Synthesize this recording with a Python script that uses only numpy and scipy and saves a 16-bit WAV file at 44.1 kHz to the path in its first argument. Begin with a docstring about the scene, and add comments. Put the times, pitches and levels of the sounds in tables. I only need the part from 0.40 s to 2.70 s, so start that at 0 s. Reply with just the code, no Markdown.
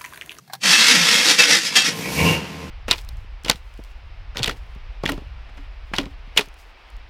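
"""The starter motor of a V8 growls and its pinion grinds on the ring gear, heard from the driver's seat.
Teeth clash at random moments and excite the housing; harder bites ring it, and the motor is a wavering tone.
Key clicks come first, a snap and a short ring each. At the end the engine catches, flares and runs down:
firing pulses excite the cabin, with a firing tone, a hiss of intake air and a belt rasp of resonant noise."""
import sys
import numpy as np
from scipy import signal
from scipy.fft import rfft, irfft, next_fast_len
from scipy.io import wavfile
from scipy.ndimage import map_coordinates

SR = 44100
rng = np.random.default_rng(int(sys.argv[2]) if len(sys.argv) > 2 else 0)


def materialize(psi):
    """Save the field psi as 16-bit PCM at rate SR to the path in sys.argv[1].

    A 1-D psi becomes a single channel; in a 2-D psi each row is a channel.
    """
    bounded = np.clip(np.atleast_2d(psi).T, -1, 1)
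    quanta = np.round(bounded * 32767).astype(np.int16)
    wavfile.write(sys.argv[1], SR, quanta)


N = 101430

# Steady background noise. Each row: frequency in Hz, level in dB.
FLOOR_SPECTRUM = [(25, -25), (80, -30), (135, 3), (220, -13), (500, -22.5), (3000, -34), (15000, -34)]
FLOOR_DB = -54.5

# Key and switch clicks. Each row: time in seconds, level in dB, level of the snap against the ring in dB.
KEY_CLICKS = [(0.077, -47, -1), (0.098, -32.5, -18), (0.125, -44, 2), (0.1336, -26.5, 4), (0.151, -41, 7)]
# Modes of the lock barrel. Each row: frequency in Hz, width in Hz, level in dB.
LOCK_MODES = [(780, 60, 3.5), (970, 200, -4), (1663, 180, -2), (2120, 470, -6), (4350, 320, -13)]
# Spectrum of the snap. Each row: frequency in Hz, level in dB.
SNAP_SPECTRUM = [(150, -28), (500, -25), (760, 3.5), (2500, -15), (4300, -2), (6500, -14.5), (15000, -14)]
LOCK_T60_S, SNAP_T60_S = 0.075, 0.04  # time to fall by 60 dB
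LOCK_DB, SNAP_DB = -3.5, 0.5

# How hard the pinion grinds. Each row: time in seconds, level in dB before the chatter.
GRIND_LEVEL = [(.2, -66), (.214, -40), (.231, -27.5), (.236, -17), (.258, -16.5), (.31, -11), (.345, -13),
               (.41, -13), (.452, -12.5), (.502, -11.5), (.6, -15.5), (.645, -15), (.73, -13), (.815, -18),
               (.888, -12), (.938, -15.5), (.978, -23.5), (.992, -8.5), (1.05, -13.5), (1.07, -18),
               (1.095, -13.5), (1.14, -12.5), (1.175, -17.5), (1.2, -22.5), (1.228, -27.5), (1.26, -23.5),
               (1.304, -29.5), (1.35, -26), (1.361, -12.5), (1.38, -15), (1.434, -22.5), (1.46, -16),
               (1.49, -20), (1.54, -34.5), (1.6, -55)]
# Spectrum of the grinding. Each row: frequency in Hz, level in dB.
GRIND_SPECTRUM = [(59, -36), (118, -32), (173, -9), (313, -9.5), (386, -19), (478, -7), (600, -15),
                  (1460, -9), (1730, -3), (2400, -4.5), (2630, -6.5), (2870, -4), (5750, -6.5),
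                  (11300, -22.5), (15500, -34.5)]
# Brightness of the grinding. Each row: time in seconds, treble gain in dB.
GRIND_TREBLE = [(.21, 3.5), (.228, 1.5), (.245, -2.5), (.29, 1), (.35, 0), (.42, -1), (.52, -0.5),
                (.62, -1.5), (.74, 0.5), (.9, 1), (1.02, -2.5), (1.13, -0.5), (1.21, 1), (1.27, 5.5),
                (1.32, -1), (1.37, 3.5), (1.46, 0)]
# Low mids of the grinding. Each row: time in seconds, gain in dB.
GRIND_LOW_MIDS = [(.25, 0), (.41, -9), (.54, -2.5), (.69, -3), (.87, -1), (1.11, -1), (1.24, -0.5)]
# Modes of the starter housing and ring gear. Each row: frequency in Hz, width in Hz, level in dB.
HOUSING_MODES = [(1360, 15, -5), (1739, 35, 3.5), (1913, 30, -5), (2064, 30, 1.5), (2650, 65, -1),
                 (2990, 48, -0.5), (3286, 16, -3), (3790, 16, 5), (4555, 53, -3.5), (4885, 27, 4.5),
                 (5310, 64, -8.5), (5630, 43, 3.5)]
TEETH_PER_S, TOOTH_SCATTER_DB = 900, 3.5  # mean rate of clashes, spread of their strength
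SCRAPE_DB, CHATTER_DB = -2.5, 1  # scraping against the clashes, random flicker of the level
SMEAR_S, PATH_S = .0016, .045  # spread of each clash, length of the shifting paths
PATHS_DB, SHIFT_PER_S = -5, 10  # paths against the direct force, knots a second of their change
GRIND_DB, HOUSING_DB = -0.38, -7.5
GRIND_TREBLE_HZ, LOW_MIDS_HZ = 3460, 900

# Starter motor under the changing load. Each row: time in seconds, pitch in Hz, level in dB.
MOTOR_CURVE = [(.22, 230, -51), (.25, 198.6, -35), (.31, 169, -28.5), (.35, 253.7, -40),
               (.41, 219.5, -28.5), (.46, 268, -56), (.53, 250, -28.5), (.57, 175.7, -27.5),
               (.65, 170.8, -29.5), (.685, 182.2, -44), (.735, 205.4, -33), (.76, 213.3, -30.5),
               (.81, 205.9, -38), (.845, 297.7, -47), (.87, 335.3, -24), (.893, 318, -36), (.918, 288, -25),
               (.95, 256, -56), (1.01, 178, -43), (1.06, 202, -67), (1.13, 298, -51), (1.168, 337.4, -33),
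               (1.21, 322.7, -44.5), (1.3, 282, -73)]
# Levels of the first harmonics in dB, the fundamental first.
MOTOR_HARMONICS = [0, -43, -14.5]
MOTOR_ROUGH_RAD, MOTOR_FLUTTER = .36, .4  # random phase, random share of the amplitude
MOTOR_CUT_HZ = 140

# Hard bites of the pinion. Each row: time in seconds, level in dB, strongest mode in Hz,
# second mode in Hz, second mode against the first in dB.
BITES = [(0.33, -10, 2614, 1740, -12), (0.992, -9, 2633, 3720, -4), (1.117, -12, 2044, 1767, -4),
         (1.255, -21.5, 5030, 5283, -2), (1.354, -11, 3230, 1770, -8.5), (1.385, -16.5, 2656, 3764, -5)]
BITE_T60_S, OTHER_MODES_DB = 0.24, -5

# The engine catches and runs down. Each row: time in seconds, firings a second, level of the thuds in dB.
ENGINE_CURVE = [(1.2, 39.6, -37), (1.42, 48, -38.5), (1.52, 53.3, -30), (1.65, 59.8, -27),
                (1.73, 69.5, -26), (1.8, 75, -18), (1.85, 82, -15.5), (1.905, 101, -18), (1.93, 91, -21.5),
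                (1.97, 80, -23.5), (2, 73.4, -28), (2.1, 81.2, -34), (2.3, 78, -35)]
# Spectrum of the thuds. Each row: frequency in Hz, level in dB.
THUD_SPECTRUM = [(24, -54), (40, -26), (66, -10), (157, 4.5), (340, -19), (400, -2), (812, -5), (1250, -30),
                 (1800, -36), (3960, -100)]
# Air and panel modes of the cabin. Each row: frequency in Hz, width in Hz, level in dB.
CABIN_MODES = [(160.3, 44, -1), (205.5, 31, 1.5), (280, 36, -4), (351, 24, -5.5), (455, 28, -5),
               (574, 46, -13), (915, 17, -9), (1052, 22, -6)]
# Tone at the firing rate. Each row: time in seconds, level in dB.
BOOM_LEVEL = [(1.55, -65), (1.72, -42), (1.81, -22.5), (1.86, -27.5), (1.92, -29), (2.02, -42), (2.12, -45),
              (2.2, -40), (2.3, -38)]
FIRING_SCATTER_DB, FIRING_JITTER_S = 2.2, .0016
PUFF_S, PUFF_DB = .008, -1  # decay constant, level against the kicks
THUD_DB, CABIN_DB = -11.5, -5
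BOOM_OCTAVE_DB, BOOM_FLUTTER = -8, .25  # second harmonic, random share of the amplitude

# Intake air and valve clatter. Each row: time in seconds, level in dB before the treble gain.
INTAKE_LEVEL = [(1.45, -54), (1.53, -39), (1.58, -35), (1.71, -34.5), (1.76, -31), (1.88, -26),
                (1.95, -27.5), (2, -33.5), (2.1, -36.5), (2.3, -41)]
# Spectrum of the hiss. Each row: frequency in Hz, level in dB.
INTAKE_SPECTRUM = [(400, -1.5), (600, -2.5), (1000, -3), (1500, -2), (2500, 1), (3500, -4), (5500, -4.5),
                   (8000, -12), (12000, -13.5), (15500, -19)]
# Brightness of the hiss. Each row: time in seconds, treble gain in dB.
INTAKE_TREBLE = [(1.5, 2), (1.6, 6), (1.67, 5), (1.74, 8), (1.86, 3.5), (1.94, -1), (2.02, -11),
                 (2.3, -9.5)]

# Belt squeal. Each row: time in seconds, level of the lower squeal in dB, level of the upper squeal in dB.
BELT_LEVELS = [(1.58, -49, -68), (1.66, -27.5, -54.5), (1.73, -45, -58), (1.76, -35, -35), (1.79, -22, -30),
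               (1.835, -27.5, -34), (1.86, -34, -23), (1.89, -26, -20), (1.92, -33, -26),
               (1.96, -33, -25.5), (2, -54, -38), (2.15, -59, -55)]
# Lower belt resonances. Each row: frequency in Hz, width in Hz, level in dB.
BELT_LOW_MODES = [(2258, 58, 2), (2580, 170, -13), (1960, 77, -6)]
# Upper belt resonances. Each row: frequency in Hz, width in Hz, level in dB.
BELT_HIGH_MODES = [(2720, 59, -5), (2500, 110, -9), (2794, 76, 11)]
SLIPS_PER_S, SLIP_SCATTER_DB = 420, 2  # knots a second of the random level, its spread

LOW_CUT_HZ, TOP_HZ = 53, 15600


def amp(db):
    """Decibel law: the amplitude gain of a level in dB."""
    return 10 ** (np.asarray(db) / 20)


def unit(x):
    """Normalisation: x at rms 1."""
    return x / np.sqrt(np.mean(x ** 2) + 1e-20)


def clock():
    """Sampling: the time of each sample in seconds."""
    return np.arange(N) / SR


def curves(rows):
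    """Linear interpolation: one value per sample for each column after the time."""
    times, *columns = np.transpose(rows)
    return [np.interp(clock(), times, column) for column in columns]


def wobble(rate):
    """Band-limited randomness: a smooth curve through random knots, rate of them a second."""
    return map_coordinates(rng.standard_normal(N // 8), [clock() * rate], mode="wrap")


def noise():
    """White noise: equal mean power at every frequency."""
    return rng.standard_normal(N)


def pulses(times, sizes):
    """Impulse excitation: single-sample kicks; those past the end are dropped."""
    samples = np.clip(times * SR, 0, N).astype(int)
    return np.bincount(samples, sizes, N + 1)[:N]


def filtered(x, response):
    """Linear filtering: the spectrum of x times a response of frequency."""
    size = next_fast_len(N + SR // 2)
    return irfft(rfft(x, size) * response(np.fft.rfftfreq(size, 1 / SR)), size)[:N]


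def coloured(x, points):
    """Spectral shaping: x through a (Hz, dB) curve, at rms 1."""
    f, db = np.transpose(points)
    return unit(filtered(x, lambda hz: amp(np.interp(np.log(hz + 1), np.log(f), db))))


def resonate(x, modes):
    """Modal superposition: x through damped resonances of alternating sign, at rms 1."""
    def response(f):
        total = 0
        for k, (centre, width, db) in enumerate(modes):
            resonance = 1j * f * width / (centre * centre - f * f + 1j * f * width)
            total = total + (-1) ** k * amp(db) * resonance
        return total
    return unit(filtered(x, response))


def shelved(x, corner_hz, db):
    """Shelving: the treble of x is raised by db."""
    treble = filtered(x, lambda hz: hz ** 2 / (hz ** 2 + corner_hz ** 2))
    return x + (amp(db) - 1) * treble


def smeared(x, length_s):
    """Phase dispersion: x is spread over a short time, its magnitude spectrum unchanged."""
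    burst = noise()[:int(length_s * SR)]
    return filtered(x, lambda hz: np.exp(1j * np.angle(rfft(burst, 2 * len(hz) - 2))))


def blow(start, t60, attack):
    """Exponential decay: the envelope of a blow with a short rise."""
    t = np.maximum(clock() - start, 0)
    return (1 - np.exp(-t / attack)) * np.exp(-np.log(1000) * t / t60)


def background():
    """Stationary noise: a steady floor of fixed spectrum."""
    return amp(FLOOR_DB) * coloured(noise(), FLOOR_SPECTRUM)


def key():
    """Impact and free vibration: each click is a snap and a short ring of the lock barrel."""
    out = np.zeros(N)
    for start, db, bright_db in KEY_CLICKS:
        ring = np.zeros(N)
        for hz, width, level in LOCK_MODES:
            # random phase broadens each mode
            ring += amp(level) * np.sin(2 * np.pi * hz * (clock() - start) + 1.24 * wobble(2 * width))
        ring = amp(LOCK_DB) * unit(ring) * blow(start, LOCK_T60_S, 0.00059)
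        snap = coloured(noise(), SNAP_SPECTRUM) * blow(start, SNAP_T60_S, 0.00044)
        out += amp(db) * (ring + amp(SNAP_DB + bright_db) * snap)
    return out


def tooth_force():
    """Random impulse train: teeth clash at uneven moments and scrape between, smeared by the metal."""
    draws = rng.standard_normal((6000, 3))
    gaps = np.abs(draws[:, 0]) * np.sqrt(np.pi / 2)  # mean 1
    times = np.cumsum(gaps) / TEETH_PER_S
    sizes = np.sign(draws[:, 1]) * amp(TOOTH_SCATTER_DB * np.clip(draws[:, 2], -2, 1))
    clashes = unit(pulses(times, sizes))
    return smeared(unit(clashes + amp(SCRAPE_DB) * noise()), SMEAR_S)


def shifting_paths(force):
    """Multipath transmission: eight diffuse paths whose shares shift as the gear turns."""
    fade = np.linspace(1, 0, int(PATH_S * SR)) ** 2
    shares = np.array([wobble(SHIFT_PER_S) for _ in range(8)])
    shares = shares / np.linalg.norm(shares, axis=0)  # constant total power
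    out = np.zeros(N)
    for share in shares:
        echoes = noise()[:len(fade)] * fade
        out += share * signal.fftconvolve(force, echoes)[:N]
    return unit(out)


def grinding():
    """Forced vibration: the clashing teeth give a dense rasp and excite the housing modes."""
    force = tooth_force()
    rasp = coloured(force + amp(PATHS_DB) * shifting_paths(force), GRIND_SPECTRUM)
    grind = amp(GRIND_DB) * rasp + amp(HOUSING_DB) * resonate(force, HOUSING_MODES)
    low_mids = filtered(grind, lambda hz: 1 / (1 + (hz / LOW_MIDS_HZ) ** 4))
    grind = grind + (amp(curves(GRIND_LOW_MIDS)[0]) - 1) * low_mids
    level = amp(curves(GRIND_LEVEL)[0] + CHATTER_DB * wobble(150))
    return level * shelved(grind, GRIND_TREBLE_HZ, curves(GRIND_TREBLE)[0])


def motor():
    """Harmonic series under load: the starter's rough growl sags on each compression."""
    hz, db = curves(MOTOR_CURVE)
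    phase = 2 * np.pi * np.cumsum(hz) / SR + MOTOR_ROUGH_RAD * wobble(110)
    tone = unit(sum(amp(level) * np.sin(k * phase) for k, level in enumerate(MOTOR_HARMONICS, 1)))
    started = clock() > MOTOR_CURVE[0][0]
    growl = amp(db) * tone * (1 + MOTOR_FLUTTER * wobble(140)) * started
    return filtered(growl, lambda f: 1 - 1 / (1 + (f / MOTOR_CUT_HZ) ** 10))


def housing_mode(hz):
    """Modal vibration: a sine of random starting phase, slightly unsteady."""
    return np.sin(2 * np.pi * (hz * clock() + rng.random()) + .5 * wobble(69.3))


def bites():
    """Impact response: the pinion slams into the ring gear and the housing rings, two modes above the rest."""
    out = np.zeros(N)
    for start, db, first_hz, second_hz, second_db in BITES:
        rest = unit(sum(amp(level) * housing_mode(hz) for hz, _, level in HOUSING_MODES))
        ring = housing_mode(first_hz) + amp(second_db) * housing_mode(second_hz)
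        ring = unit(ring + amp(OTHER_MODES_DB) * rest)
        out += amp(db) * ring * blow(start, BITE_T60_S, .003)
    return out


def engine():
    """Pulse excitation: uneven firings thud through the cabin and pulse the intake air and slipping belt."""
    rate, db = curves(ENGINE_CURVE)
    turns = np.cumsum(rate) / SR  # firings so far
    times = np.interp(np.arange(1, int(turns[-1])), turns, clock())
    draws = rng.standard_normal((len(times), 2))
    times = times + FIRING_JITTER_S * np.clip(draws[:, 0], -1, 1)
    kicks = pulses(times, amp(FIRING_SCATTER_DB * np.clip(draws[:, 1], -2, 1)))
    gate = unit(signal.lfilter([1], [1, -np.exp(-1 / (PUFF_S * SR))], kicks))
    puffs = unit(gate * noise())
    thuds = amp(THUD_DB) * coloured(kicks, THUD_SPECTRUM)
    cabin = amp(CABIN_DB) * resonate(unit(kicks) + amp(PUFF_DB) * puffs, CABIN_MODES)
    # the added constants make the pulsing of air and belt shallower
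    air_and_belt = intake(unit(gate + 3.6)) + belt(unit(gate + 4.0))
    running = np.clip((clock() - ENGINE_CURVE[0][0]) * 10, 0, 1)  # fades in over 0.1 s
    return running * (amp(db) * (thuds + cabin) + boom(turns) + air_and_belt)


def boom(turns):
    """Periodic excitation: a fluttering tone at the firing rate and its octave."""
    phase = 2 * np.pi * turns + 0.12 * wobble(36.7)
    tone = unit(np.sin(phase) + amp(BOOM_OCTAVE_DB) * np.sin(2 * phase))
    return amp(curves(BOOM_LEVEL)[0]) * tone * (1 + BOOM_FLUTTER * wobble(50))


def intake(gate):
    """Turbulent flow noise: a pulsing hiss that dulls as the engine runs down."""
    hiss = coloured(gate * noise(), INTAKE_SPECTRUM)
    return amp(curves(INTAKE_LEVEL)[0]) * shelved(hiss, 4800, curves(INTAKE_TREBLE)[0])


def squeal(modes):
    """Limited friction vibration: resonant noise held at an even strength, in a band round 2500 Hz."""
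    x = resonate(noise(), modes)
    held = x / (np.abs(signal.hilbert(x)) + .5)
    return unit(filtered(held, lambda hz: 1 / (1 + np.abs((hz - 2500) / 750) ** 4)))


def belt(gate):
    """Slipping friction: a hoarse squeal passes from a lower to a higher resonance as the engine flares."""
    low_db, high_db = curves(BELT_LEVELS)
    slips = unit(amp(SLIP_SCATTER_DB * wobble(SLIPS_PER_S)))
    return gate * slips * (amp(low_db) * squeal(BELT_LOW_MODES) + amp(high_db) * squeal(BELT_HIGH_MODES))


def scene():
    """Superposition: the sum of all sources as heard in the cabin."""
    return (background() + key() + grinding() + motor() + bites() + engine())[None]


def record(dry):
    """Saturation and band limiting: rounds the highest peaks, thins the deep bass, cuts the extreme treble."""
    x = dry[0] / (1 + np.abs(dry[0]) ** 10) ** (1 / 10)
    x = signal.sosfilt(signal.butter(4, LOW_CUT_HZ, "high", fs=SR, output="sos"), x)
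    return filtered(x, lambda hz: hz < TOP_HZ)[None]


dry = scene()
out = record(dry)
materialize(out)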